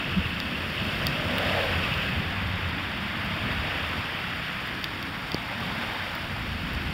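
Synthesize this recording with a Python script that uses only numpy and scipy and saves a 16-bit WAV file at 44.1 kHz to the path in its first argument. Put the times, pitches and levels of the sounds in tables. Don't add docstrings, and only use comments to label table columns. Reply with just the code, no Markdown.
import sys
import numpy as np
from scipy import signal
from scipy.io import wavfile
from scipy.ndimage import uniform_filter1d

SR = 44100
rng = np.random.default_rng(int(sys.argv[2]) if len(sys.argv) > 2 else 0)


def digitize_waveform(pressure):
    field = np.atleast_2d(pressure).T
    bounded = np.clip(field, -1, 1)
    quanta = np.round(bounded * 32767).astype(np.int16)
    wavfile.write(sys.argv[1], SR, quanta)


N = 305908

# tyre hiss in dB, tread drone in dB, drone centre in Hz, wet-tread whine in dB, spray in dB.
PASSES = [(-.11, 0.97, -36.5, -52, 595, -36.5, -60.5), (.96, .42, -36, -48, 590, -39, -55.5),
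          (1.53, 0.28, -30.5, -35, 600, -40, -52.5), (1.92, 0.31, -36, -60, 597, -36.5, -56),
          (2.43, 1.04, -36, -47.5, 884, -61, -78), (3.68, 0.76, -33.5, -46, 717, -41, -58.5),
          (4.6, .57, -38, -58, 725, -58, -64), (5.83, 0.52, -35, -41, 833, -54, -58),
          (6.89, 0.6, -39.5, -50.5, 790, -45, -61)]
# frequency in Hz, relative density in dB per Hz.
HISS_COLOUR = [(330, -23), (420, -9), (600, -5), (800, -6), (1100, -1.5), (1620, 1), (2310, -0.5),
               (2800, -2.5), (3550, -3.5), (3900, -10), (5070, -20.5)]
DRONE_COLOUR = [(300, -13), (480, 14), (1000, 9.5), (1500, -4)]
WHINE_COLOUR = [(1900, -7), (2300, -21), (2600, 9.5), (2900, 3), (3400, -1.5), (3900, -25)]
SPRAY_COLOUR = [(3000, -43), (3800, 26.5), (4500, 18), (5200, 15), (5800, 9), (6800, 4), (9000, 2),
                (11500, 0), (14000, 0), (17000, -2)]
FAR_HISS_DB, RAIN_DB, WHINE_FLOOR_DB = -39, -58.5, -70

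# time in seconds, rumble in dB, deep wind in dB, engine hum in dB.
RUMBLE_LEVELS = [(0.0, -35.5, -42, -53), (0.2, -35, -41, -33.5), (0.45, -38, -55, -40),
                 (1.0, -33.5, -42, -44.5), (1.4, -36, -44, -41), (1.8, -35, -52, -34),
                 (2.1, -36, -56, -36.5), (2.5, -36.5, -44, -35), (3.1, -40, -54, -41),
                 (3.5, -34.5, -40, -39), (3.95, -41.5, -47, -40), (4.2, -39.5, -48, -53),
                 (4.7, -39, -49, -50), (5.3, -41, -46, -59), (5.65, -37.5, -53, -41), (6.05, -43, -57, -47),
                 (6.45, -38.5, -39, -37.5), (6.94, -35.5, -37.5, -50)]
# frequency in Hz, relative density in dB per Hz.
LOW_COLOUR = [(56, -56), (95, -1), (130, -1.5), (184, -0.5), (371, -12), (420, -16.5), (550, -21),
              (920, -120)]
DEEP_COLOUR = [(12, -46), (25, -32), (35, -10), (50, -3.5), (65, -0.5), (78, -2), (100, -38)]
HUM_HZ, HUM_WIDTH_HZ = 86.3, 31

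# frequency in Hz, time to decay by 60 dB in seconds.
SHELL_MODES = [(2950, 0.0042), (3550, 0.0062), (4600, 0.0046), (5250, 0.0017)]
FIZZ_T60_S, FIZZ_RISE_S, RING_RISE_S = 0.0041, 0.00012, 0.00035
# time of the peak in seconds, peak level in dB, frequency in Hz,
# half-length in seconds.
THUMPS = [(.18, -18, 183, 0.039), (0.196, -25, 70, 0.044), (1.09, -26.5, 147, 0.043),
          (1.261, -25.5, 89, 0.051), (3.466, -30, 200, 0.027)]
# time in seconds, ring level in dB before doubling and rise,
# centre of the excited modes in Hz, spread over the modes in Hz, fizz level in dB before its rise.
LARGE_DROPS = [(0.4018, -9.5, 4200, 694, -31), (.5781, -30, 4000, 800, -37), (1.0686, -1.5, 4400, 900, -13),
               (1.1623, -29, 4000, 800, -39), (1.3829, -8.5, 3040, 400, -20), (1.94, -13, 4000, 800, -30),
               (2.9754, -30, 4000, 800, -35), (3.2475, -26, 4000, 800, -34), (4.6748, -32, 4000, 800, -32),
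               (4.8302, -23, 4800, 600, -35), (4.8423, -5.5, 4040, 700, -20), (5.0274, -15, 4200, 900, -25),
               (5.0697, -28, 4000, 800, -37), (5.3185, -9.5, 4100, 700, -30),
               (5.3444, -7.5, 4860, 600, -24), (5.6055, -26, 4000, 800, -34), (6.1530, -21, 4500, 800, -31),
               (6.7335, -26, 4000, 800, -32), (6.7494, -20, 4600, 700, -41)]

TRUCK_S, TRUCK_REACH_S, TRUCK_DB, TRUCK_HZ = 1.47, 0.26, -40, 580
TRUCK_DOPPLER = 0.08
# time in seconds, peak level in dB, time constant in seconds.
MEMBRANE_PUSH = (5.3456, -13.5, .0005)

# frequency in Hz, width in Hz, depth in dB.
TREBLE_DIPS = [(4028, 800, 14), (6230, 1020, 15), (7810, 600, 14), (10160, 1020, 9.5)]
EDGE_HZ = 15780


def gain_of(db):
    return 10 ** (np.asarray(db) / 20)


def evened(x):
    return x / np.sqrt(np.mean(x ** 2) + 1e-20)


def columns(rows):
    times, *values = np.transpose(rows)
    return [np.interp(np.arange(N) / SR, times, value) for value in values]


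def add(mix, s, sound):
    part = mix[round(s * SR):][:len(sound)]
    part += sound[:len(part)]


def noise(colour, patchy_db, flicker_db, size, band=(0, SR)):
    frames = 4 * N // size + 5
    hz = np.fft.rfftfreq(size, 1 / SR)
    real, imaginary, patches = rng.standard_normal((frames, len(hz), 3)).T
    patches = uniform_filter1d(patches, size=12, axis=0)
    patches = evened(uniform_filter1d(patches, size=9, axis=1))
    flicker = rng.standard_normal(frames)

    colour_hz, colour_db = np.transpose(colour)
    shape_db = np.interp(np.log(hz + 1), np.log(colour_hz + 1), colour_db, left=-90, right=-90)
    shape = gain_of(shape_db)
    spectra = (real + 1j * imaginary) * shape[:, None]
    spectra = spectra * gain_of(patchy_db * patches + flicker_db * flicker)
    sound = signal.istft(spectra, nperseg=size, noverlap=3 * size // 4)[1][:N]

    in_band = (hz >= band[0]) & (hz < band[1])
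    band_share = np.sum(shape[in_band] ** 2) / np.sum(shape ** 2)
    return evened(sound) / np.sqrt(band_share)


def resonate(x, hz, width):
    turn = np.exp(2j * np.pi * np.cumsum(hz * np.ones(len(x))) / SR)
    r = np.exp(-np.pi * width / SR)
    smooth = signal.lfilter([1], [1, -2 * r, r * r], x / turn)
    return evened((turn * smooth).real)


def approach(near_s, reach_s):
    return (np.arange(N) / SR - near_s) / reach_s


def traffic(nearest_db, floor_db):
    power = gain_of(2 * floor_db)
    for (near_s, reach_s, *_), db in zip(PASSES, nearest_db):
        distance_squared = 1 + approach(near_s, reach_s) ** 2
        power = power + gain_of(2 * db) / distance_squared ** 2
    return np.sqrt(power)


def tyre_hiss():
    hiss_db = np.transpose(PASSES)[2]
    hiss = noise(HISS_COLOUR, patchy_db=0.57, flicker_db=0.5, size=512, band=(1000, 3900))
    return traffic(hiss_db, FAR_HISS_DB) * hiss


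def tread_drone():
    drone_db, centre_hz = np.transpose(PASSES)[3:5]
    gain = traffic(drone_db, -np.inf)
    weighted = traffic(drone_db + 10 * np.log10(centre_hz), -np.inf)
    drone_hz = (weighted / gain) ** 2
    source = noise(DRONE_COLOUR, patchy_db=0.9, flicker_db=2.0, size=2048)
    return gain * resonate(source, drone_hz, width=430)


def wet_whine():
    whine_db = np.transpose(PASSES)[5]
    whine = noise(WHINE_COLOUR, patchy_db=1.6, flicker_db=2.5, size=512)
    return traffic(whine_db, WHINE_FLOOR_DB) * whine


def spray_and_rain():
    spray_db = np.transpose(PASSES)[6]
    spray = noise(SPRAY_COLOUR, patchy_db=0.5, flicker_db=1.6, size=256, band=(6500, 15500))
    return traffic(spray_db, RAIN_DB) * spray


def wind_and_engines():
    low_db, deep_db, hum_db = columns(RUMBLE_LEVELS)
    low = noise(LOW_COLOUR, patchy_db=2.0, flicker_db=0.0, size=4096, band=(100, 350))
    deep = noise(DEEP_COLOUR, patchy_db=2.0, flicker_db=0.5, size=4096)
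    hum = resonate(rng.standard_normal(N), HUM_HZ, HUM_WIDTH_HZ)
    return gain_of(low_db) * low + gain_of(deep_db) * deep + gain_of(hum_db) * hum


def drop(ring_db, centre_hz, spread_hz, fizz_db, splash):
    t = np.arange(len(splash)) / SR
    hz, t60 = np.transpose(SHELL_MODES)[:, :, None]
    share = np.exp(-0.5 * ((hz - centre_hz) / spread_hz) ** 2)
    modes = share * gain_of(-60 * t / t60) * np.sin(2 * np.pi * hz * t)
    ring = np.sum(modes, axis=0) / share.sum()
    ring = 2 * gain_of(ring_db) * (1 - np.exp(-t / RING_RISE_S)) * ring

    bright = evened(signal.lfilter([1, -1.5, 0.7], [1], splash))
    fizz = gain_of(fizz_db - 60 * t / FIZZ_T60_S) * bright
    return ring + (1 - np.exp(-t / FIZZ_RISE_S)) * fizz


def small_drops(per_s=45, smallest_db=-50, spread_db=4):
    excess = np.minimum(rng.exponential(size=N), 4)
    arrivals = rng.random(N) < per_s / SR
    sizes = gain_of(smallest_db + spread_db * excess) * arrivals
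    spot = rng.integers(0, 8, N)
    out = np.zeros(N)
    for k, centre_hz in enumerate(np.linspace(3200, 5000, num=8)):
        tick = drop(0, centre_hz, 800, -11, rng.standard_normal(900))
        out += signal.oaconvolve(sizes * (spot == k), tick)[:N]
    return out


def gust_thumps():
    out = np.zeros(N)
    for s, db, hz, half_s in THUMPS:
        t = np.arange(-half_s, half_s, 1 / SR)
        envelope = np.exp(-8 * (t / half_s) ** 2)
        add(out, s - half_s, gain_of(db) * envelope * np.cos(2 * np.pi * hz * t))
    return out


def large_drops():
    out = np.zeros(N)
    for s, *strike in LARGE_DROPS:
        add(out, s, drop(*strike, rng.standard_normal(900)))
    return out


def truck_sing():
    along = approach(TRUCK_S, TRUCK_REACH_S)
    radial = along / np.sqrt(1 + along ** 2)
    sing_hz = TRUCK_HZ * (1 - TRUCK_DOPPLER * radial)
    tone = resonate(rng.standard_normal(N), sing_hz, width=13)
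    return gain_of(TRUCK_DB) / (1 + along ** 2) * tone


def membrane_push():
    out = np.zeros(N)
    s, db, time_constant = MEMBRANE_PUSH
    u = np.arange(900) / SR / time_constant
    pulse = u ** 2 * (3 - u) * np.exp(-u) / 0.78
    add(out, s, -gain_of(db) * pulse)
    return out


def scene():
    road = tyre_hiss() + tread_drone() + wet_whine() + spray_and_rain() + truck_sing()
    wind = wind_and_engines() + gust_thumps()
    drops = small_drops() + large_drops() + membrane_push()
    return (road + wind + drops)[None]


def record(dry):
    out = dry
    for hz, width, depth_db in TREBLE_DIPS:
        pole = np.exp(-np.pi * width / SR)
        zero = np.exp(-np.pi * width * gain_of(-depth_db) / SR)
        c = -2 * np.cos(2 * np.pi * hz / SR)
        out = signal.lfilter([1, c * zero, zero ** 2], [1, c * pole, pole ** 2], out)
        out = out * (1 + pole) / (1 + zero)
    band_limit = signal.firwin(1023, EDGE_HZ, window=("kaiser", 9), fs=SR)
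    return signal.oaconvolve(out, band_limit[None], "same")


dry = scene()
out = record(dry)
digitize_waveform(out)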